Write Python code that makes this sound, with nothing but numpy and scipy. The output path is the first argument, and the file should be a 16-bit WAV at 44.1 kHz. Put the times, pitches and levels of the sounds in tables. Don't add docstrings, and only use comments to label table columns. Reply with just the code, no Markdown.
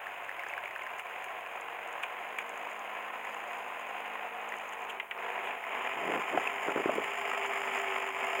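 import sys
import numpy as np
from scipy.fft import rfft, irfft, next_fast_len
from scipy.io import wavfile
from scipy.ndimage import map_coordinates

SR = 44100
rng = np.random.default_rng(int(sys.argv[2]) if len(sys.argv) > 2 else 0)


def log_audio(samples):
    frames = np.atleast_2d(samples).T
    limited = np.clip(frames, -1, 1)
    pcm = np.round(limited * 32767).astype(np.int16)
    wavfile.write(sys.argv[1], SR, pcm)


N = 370440

# time_s, pitch_hz, level_db
HUM_TRACK = [(0, 121, -77), (1.2, 122, -80), (1.8, 135.4, -86), (5.4, 145.5, -92), (5.8, 110, -78.5),
             (8.4, 111.4, -82.5)]
# freq_hz, density_db
HISS_SPECTRUM = [(20, 13.5), (90, 13.5), (300, 6), (2500, 0), (4400, -50), (5000, -6), (5700, 0.5),
                 (6800, 2), (8000, 4), (10000, 6.5), (13000, 4), (15000, 13), (16000, 12.5)]
# centre_s, half_width_s, level_db
SWISH_EVENTS = [(4.901, 0.0092, -38.5), (5.462, 0.037, -47)]
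# start_s, level_db, pitch_hz, treble_db
CASE_TICKS = [(0.6365, -30.5, 2130, -26), (0.9941, -28.5, 2340, -19), (1.2418, -31.5, 1670, -15.5),
              (2.029, -33, 2350, -18), (2.034, -22, 2440, -23), (2.3858, -22, 2330, -21.5),
              (4.7228, -32.5, 2300, -19), (4.999, -21.5, 2090, -36), (5.111, -21.5, 1934, -34),
              (6.9529, -34, 2300, -11), (7.043, -26.5, 2280, -20)]
# start_s, level_db, pitch_hz
MOUNT_KNOCKS = [(0.636, -22.5, 576), (6.077, -24, 710), (6.098, -22, 397), (6.134, -18, 425),
                (6.157, -28, 497), (6.196, -24, 382), (6.375, -5, 740), (6.684, -19, 414),
                (6.694, -19.5, 1420), (6.7604, -11.5, 430), (6.769, -20, 910), (6.774, -16, 380),
                (6.7775, -19, 1240), (6.783, -22, 450), (6.7984, -21, 400), (6.806, -23, 380),
                (6.858, -9.5, 377), (6.886, -18, 380), (6.888, -20, 1200), (6.894, -9, 626),
                (6.924, -24, 414), (6.964, -21, 350), (6.982, -14, 404), (6.994, -24, 1000)]
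# start_s, length_s, level_db
MOUNT_RUBS = [(5.96, 0.2, -31.5), (6.312, 0.036, -28), (6.665, 0.03, -31), (6.752, 0.027, -29),
              (6.855, 0.044, -37), (6.933, 0.057, -34)]
# freq_hz, density_db
SWISH_SPECTRUM = [(800, -24), (2900, 2), (3500, -12), (4400, -41), (5700, -34), (6700, -20), (10000, -28),
                  (16000, -30)]
SHELL_SPECTRUM = [(200, -61), (900, 1), (1500, -3), (1950, 4.5), (2900, 1.5), (3500, -13), (4300, -41),
                  (8000, -64)]
FRICTION_SPECTRUM = [(40, -26), (90, -16), (160, -4.5), (330, 1), (500, 0), (800, -5), (1400, -12),
                     (2000, -13), (3000, -29), (6000, -72)]

# time_s, distance_m, turn (0 side-on, 1 towards the camera), motor_hum_db
BOAT_COURSE = [(0, 20.8, 0, -64), (1.6, 18.1, 0, -50.5), (2.4, 18, 0, -50), (4.3, 16.1, 0.02, -49),
               (5.0, 18, 0.23, -47.5), (5.35, 11.5, 0.27, -49), (6.1, 9.7, 0.69, -47.5),
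               (6.65, 9.8, 0.74, -48), (7.2, 9.8, 1, -50.5), (8.4, 7.74, 0.97, -50.5)]
# time_s, speed_hz
SHAFT_SPEED = [(0, 49.2), (1.1, 49), (1.6, 47.1), (2.05, 47.6), (2.3, 50.6), (2.6, 53.4), (3.1, 53.2),
               (3.5, 53.6), (3.85, 53.2), (4.1, 52.1), (4.58, 52), (4.8, 50.9), (5.1, 50.4), (5.4, 53.2),
               (5.75, 48.8), (7.05, 50.6), (7.6, 49.7), (8.05, 48.5), (8.4, 49.3)]
# centre_s, half_width_s, loss_db
GRIP_LOSSES = [(1.03, 0.022, 4), (4.7, 0.1, 1.5), (5.07, 0.086, 9), (5.155, 0.028, 1), (5.62, 0.059, 5),
               (8.13, 0.045, 3.5)]
# freq_hz, gain_db
HULL_RESPONSE = [(100, -25), (160, -27), (190, -14.5), (210, -6), (236, -15), (262, -6), (290, -16.5),
                 (320, -9.5), (355, -14), (385, -4), (402, -1.5), (432, -7), (458, 3.5), (472, 3),
                 (482, -4), (530, -15.5), (585, -8.5), (613, 0.5), (645, -12), (685, -1), (705, -6),
                 (728, 8), (755, -4.5), (795, 6), (835, -9), (890, 3.5), (940, -2.5), (1040, 4),
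                 (1150, -3.5), (1350, -8.5)]
# shaft_order, level_db
DRONE_ORDERS = [(8, -28), (14, -33)]
# centre_hz, width_hz, lift_db
SIDE_MODES = [(718, 38, 6.5), (797, 18, 4), (1038, 100, 5), (1170, 40, -6), (423, 50, -2.5)]
ANGLED_MODES = [(320, 55, -7.5), (374, 36, 11), (480, 31, 7), (686, 26, 8.5), (760, 20, 4), (830, 27, 4),
                (990, 69, 5)]
BOW_MODES = [(245, 35, 5), (481, 37, 1), (580, 90, -4), (690.5, 29, 4.5), (859, 67, 7), (1027, 94, 6),
             (1233, 32, -3.5), (1275, 58, 5.5)]
# start_s, level_db
BIG_DROPS = [(0.2483, -48), (0.4858, -45.5), (0.7811, -47), (0.8348, -47), (0.9852, -45), (1.2242, -50),
             (1.611, -42), (1.8755, -43), (1.9278, -45), (2.2887, -49), (2.494, -40), (2.576, -43.5),
             (2.7152, -47), (3.3453, -46.5), (4.49, -40), (4.567, -44), (4.5855, -44), (4.682, -45),
             (4.6912, -45), (6.398, -49), (7.46, -38), (7.789, -41), (8.09, -41), (8.247, -40)]
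# start_s, level_db, pitch_hz
LOUD_SPITS = [(0.0681, -30, 1900), (0.292, -29, 2010), (0.3935, -30.5, 2140), (0.401, -39, 1930),
              (0.414, -38, 2200), (0.435, -30, 1620), (0.4658, -35, 1620), (0.4943, -34.5, 2340),
              (0.5147, -38, 2310), (0.5358, -30, 1900), (0.578, -27.5, 1590), (0.6569, -32, 2200),
              (0.6789, -36, 2160), (0.7607, -29.5, 1600), (0.82, -33.5, 2170), (0.8649, -31.5, 1610),
              (0.902, -37, 1190), (1.0675, -35, 2280), (1.1094, -39, 1570), (4.5217, -28.5, 1930),
              (5.176, -33, 955), (5.6392, -30.5, 2040), (6.473, -26.5, 2450)]
# start_s, end_s, rate_per_s
SMALL_DROP_SPELLS = [(.2, 2.4, 4), (2.4, 2.8, 22), (3.2, 3.9, 14), (4.4, 4.95, 42)]
WEAK_SPIT_SPELLS = [(.1, 1.5, 9)]
# centre_s, half_width_s, lift_db
SPRAY_SHOWERS = [(2.56, 0.25, 3), (3.5, 0.34, 3), (4.62, 0.093, 2), (5.5, 0.3, 0)]
# freq_hz, density_db
FAR_SPRAY_SPECTRUM = [(3500, -53), (4550, -16), (4900, -4.5), (5300, -11), (5700, -22), (6400, -2),
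                      (6950, 2.5), (7350, -4.5), (7800, -14), (9150, -6), (10200, -12), (16000, -14.5)]
NEAR_SPRAY_SPECTRUM = [(3500, -33), (4200, -16.5), (4550, -15.5), (5000, -2.5), (5700, -14.5),
                       (6250, -10.5), (6600, -2.5), (6950, 3.5), (7600, -1), (8000, -18), (8400, -16.5),
                       (9150, -3), (10000, -13), (12000, -14.5), (13200, -16), (16000, -9)]
FAR_CHURN_SPECTRUM = [(71, -47), (120, -36), (177, -27), (206, -26), (347, -16.5), (380, -11), (462, -9.5),
                      (505, -7), (713, -3.5), (948, -3.5), (1040, -4.5), (1400, -6.5), (2510, -5),
                      (3000, -13), (4300, -40.5), (5590, -80), (9460, -120)]
NEAR_CHURN_SPECTRUM = [(71, -50), (120, -27), (194, -26.5), (254, -16.5), (347, -17), (392, -10),
                       (536, -6.5), (682, -1), (948, -7), (1040, -4), (1460, -8), (2330, -1.5),
                       (3090, -11.5), (3810, -33), (4300, -54), (5590, -46), (9460, -120)]

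SIDE_ON_TURN, ANGLED_TURN, BOW_ON_TURN = 0.17, 0.25, 0.74


def amp(db):
    return 10 ** (np.asarray(db) / 20)


def unit(x):
    return x / np.sqrt(np.mean(x ** 2) + 1e-20)


def along(points, hz):
    f, v = np.transpose(points)
    return np.interp(np.log(hz + 1), np.log(f + 1), v)


def curves(rows):
    time_s, *cols = np.transpose(rows)
    return [np.interp(np.arange(N) / SR, time_s, c) for c in cols]


def wobble(rate_hz):
    knots = rng.standard_normal(int(N * rate_hz / SR) + 4)
    return map_coordinates(knots, [np.arange(N) * rate_hz / SR])


def swells(rows):
    t = np.arange(N) / SR
    return sum(db * np.exp(-((t - centre_s) / half_s) ** 2) for centre_s, half_s, db in rows)


def scattered(spells):
    return np.concatenate([rng.uniform(start, end, round(rate * (end - start)))
                           for start, end, rate in spells])


def coloured(x, gain_db):
    m = 2 * next_fast_len(N // 2 + SR // 8)
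    cepstrum = irfft(np.log(amp(gain_db(np.fft.rfftfreq(m, 1 / SR)))), m)
    cepstrum[1:m // 2] *= 2
    cepstrum[m // 2 + 1:] = 0
    return irfft(rfft(x, m) * np.exp(rfft(cepstrum)), m)[:N]


def shaped(x, spectrum, modes=()):
    lift = lambda hz: sum(db / (1 + (2 * (hz - centre) / width) ** 2) for centre, width, db in modes)
    return unit(coloured(x, lambda hz: along(spectrum, hz) + lift(hz)))


def grains(rate_hz, spread_db, share):
    hits = (rng.random(N) < rate_hz / SR) * np.sign(rng.standard_normal(N))
    sizes = amp(spread_db * np.clip(rng.standard_normal(N), -2, 2))
    return np.sqrt(share) * unit(hits * sizes) + np.sqrt(1 - share) * rng.standard_normal(N)


def add(track, start_s, sound):
    part = track[round(start_s * SR):][:len(sound)]
    part += sound[:len(part)]


def background():
    pitch_hz, level_db = curves(HUM_TRACK)
    hum = amp(level_db + 0.65 * wobble(3.6)) * unit(np.sin(2 * np.pi * np.cumsum(pitch_hz) / SR))
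    return hum + amp(-62.5) * shaped(rng.standard_normal(N), HISS_SPECTRUM)


def swishes():
    t = np.arange(N) / SR
    envelope = sum(amp(db) * np.exp(-((t - centre_s) / half_s) ** 2)
                   for centre_s, half_s, db in SWISH_EVENTS)
    return envelope * shaped(rng.standard_normal(N), SWISH_SPECTRUM)


def case_ticks(t60_s=0.021, tail_t60_s=0.14, tail_db=-16, attack_s=0.00078):
    out, t = np.zeros(N), np.arange(SR // 10) / SR
    shell = shaped(rng.standard_normal(N), SHELL_SPECTRUM)
    treble_hz_db = [(3000, -11), (5200, -2), (6800, 14), (8200, 7), (10000, 10.5), (12500, 2), (16000, 6)]
    treble = shaped(rng.standard_normal(N), treble_hz_db)
    decay = amp(-60 * t / t60_s) + amp(tail_db - 60 * t / tail_t60_s)
    for start_s, db, hz, treble_db in CASE_TICKS:
        span = round(start_s * SR) + np.arange(len(t))
        body = (shell[span] + 0.87 * np.sin(2 * np.pi * hz * t)) * (1 - np.exp(-t / attack_s))
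        edge = amp(db + treble_db - 1.5) * treble[span]
        add(out, start_s, decay * (amp(db - 3.5) * body + edge))
    return out


def mount(knock_t60_s=0.022, attack_s=0.00082, clack_hz=1350, clack_t60_s=0.0035,
          rattle_db=-13, rattle_t60_s=0.016, rub_rise_db=10.5, rub_t60_s=0.22):
    knocks, friction, t = np.zeros(N), np.zeros(N), np.arange(SR // 10) / SR
    for start_s, db, hz in MOUNT_KNOCKS:
        hollow = np.sin(2 * np.pi * hz * t) * amp(-60 * t / knock_t60_s)
        clack = 0.95 * np.sin(2 * np.pi * clack_hz * t) * amp(-60 * t / clack_t60_s)
        knock = (hollow + clack) * (1 - np.exp(-t / attack_s))
        add(knocks, start_s, amp(db - 6) * knock / np.abs(knock).max())
        add(friction, start_s, amp(db + rattle_db - 60 * t / rattle_t60_s))
    t = np.arange(SR // 2) / SR
    for start_s, length_s, db in MOUNT_RUBS:
        stroke_db = np.minimum(rub_rise_db * (t / length_s - 1), -60 * (t - length_s) / rub_t60_s)
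        add(friction, start_s, amp(db + stroke_db))
    grit = shaped(grains(rate_hz=440, spread_db=2.5, share=0.67), FRICTION_SPECTRUM)
    case_hz_db = [(50, -48), (110, -12.5), (280, -4.5), (1600, -3), (2800, -15), (4500, -17)]
    return coloured(knocks + friction * grit, lambda hz: along(case_hz_db, hz))


def spatter(t60_s=0.011, small_db=-53.5, gain_db=-2):
    envelope, t = np.zeros(N), np.arange(SR // 30) / SR
    small = [(start_s, small_db + 2 * rng.normal()) for start_s in scattered(SMALL_DROP_SPELLS)]
    for start_s, db in BIG_DROPS + small:
        add(envelope, start_s, amp(db + gain_db - 60 * t / t60_s))
    drop_hz_db = [(3000, -49), (5700, -25), (6700, 12.5), (8200, -10), (10000, -7.5), (16000, -36)]
    return envelope * shaped(rng.standard_normal(N), drop_hz_db)


def spits(t60_s=0.012, attack_s=0.0006, weak_db=-38, weak_hz=1980, gain_db=9.5):
    out, t = np.zeros(N), np.arange(SR // 30) / SR
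    weak = [(start_s, weak_db + 2 * rng.normal(), weak_hz * np.exp(0.21 * rng.normal()))
            for start_s in scattered(WEAK_SPIT_SPELLS)]
    for start_s, db, hz in LOUD_SPITS + weak:
        waver_rad = 0.14 * np.cumsum(rng.standard_normal(len(t)))
        rough = np.sin(2 * np.pi * hz * t + waver_rad) + 0.11 * rng.standard_normal(len(t))
        pop = rough * amp(-60 * t / t60_s) * (1 - np.exp(-t / attack_s)) ** 2
        add(out, start_s, amp(db + gain_db) * pop / np.abs(pop).max())
    filter_hz_db = [(200, -40), (800, -9), (2700, -5), (4200, -24),
                    (5000, -13.5), (7000, -17), (12000, -14)]
    return coloured(out, lambda hz: along(filter_hz_db, hz))


def motor(shaft_rad, off_axis_loss_db=30):
    distance_m, turn, hum_db = curves(BOAT_COURSE)
    orders, drone = np.zeros(N), np.zeros(N)
    for order in range(2, 26):
        strength = amp((0.6 + 0.08 * order) * wobble(6))
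        phase_rad = order * shaft_rad + 0.02 * order * wobble(14) + rng.uniform(0, 2 * np.pi)
        orders += strength * np.sin(phase_rad)
    for order, db in DRONE_ORDERS:
        strength = amp(3 * wobble(20))
        drone += amp(db) * unit(strength * np.sin(order * shaft_rad + 0.75 * wobble(35)))
    hum = amp(hum_db) * shaped(orders, HULL_RESPONSE)
    drone *= amp(off_axis_loss_db * (turn - 1)) / distance_m
    return amp(-swells(GRIP_LOSSES)) * (hum + drone)


def churn(shaft_rad, turn, bite):
    side_on = np.interp(turn, [SIDE_ON_TURN, ANGLED_TURN], [1, 0])
    bow_on = np.interp(turn, [ANGLED_TURN, BOW_ON_TURN], [0, 1])
    angled = 1 - side_on - bow_on
    pulse = bite * amp(1.5 * np.cos(shaft_rad) + 0.8 * np.cos(2 * shaft_rad))
    far = pulse * grains(rate_hz=2600, spread_db=3, share=0.47)
    near = pulse * grains(rate_hz=1700, spread_db=1, share=0.72)
    return (side_on * shaped(far, FAR_CHURN_SPECTRUM, SIDE_MODES)
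            + angled * shaped(far, FAR_CHURN_SPECTRUM, ANGLED_MODES)
            + np.sqrt(bow_on * (2 - bow_on)) * shaped(near, NEAR_CHURN_SPECTRUM, BOW_MODES))


def spray(shaft_rad, turn, facing, bite):
    fine = grains(rate_hz=1100, spread_db=2.5, share=0.8) * amp(0.61 * wobble(28))
    sparse = np.sqrt(1 - facing) * grains(rate_hz=42, spread_db=-2, share=1)
    drops = (fine + 0.42 * sparse) * bite * amp(np.cos(shaft_rad) + 1.2 * np.cos(2 * shaft_rad))
    return (1 - turn) * shaped(drops, FAR_SPRAY_SPECTRUM) + turn * shaped(drops, NEAR_SPRAY_SPECTRUM)


def propeller(shaft_rad, churn_db=-16, spray_db=-43, spray_turn_db=7, chop_hz=9):
    distance_m, turn, _ = curves(BOAT_COURSE)
    facing = np.clip(turn / BOW_ON_TURN, 0, 1)
    chop = wobble(chop_hz)
    bite = amp(0.59 * wobble(35) + (1.02 + 0.72 * facing) * wobble(220))
    churn_gain = amp(churn_db + 0.22 * chop)
    spray_gain = amp(spray_db + spray_turn_db * facing ** 3 + 0.5 * chop + swells(SPRAY_SHOWERS))
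    wash = churn_gain * churn(shaft_rad, turn, bite) + spray_gain * spray(shaft_rad, turn, facing, bite)
    return amp(-swells(GRIP_LOSSES)) * wash / distance_m


def scene():
    shaft_rad = 2 * np.pi * np.cumsum(curves(SHAFT_SPEED)[0]) / SR
    boat = motor(shaft_rad) + propeller(shaft_rad) + spits() + spatter()
    return (boat + swishes() + case_ticks() + mount() + background())[None]


def record(dry):
    notch_db, notch_hz, half_width_hz, limit_hz = -26, 5720, 85, 15850
    notched = coloured(dry[0], lambda hz: notch_db / (1 + ((hz - notch_hz) / half_width_hz) ** 2))
    return irfft(rfft(notched) * (np.fft.rfftfreq(N, 1 / SR) < limit_hz), N)[None]


dry = scene()
out = record(dry)
log_audio(out)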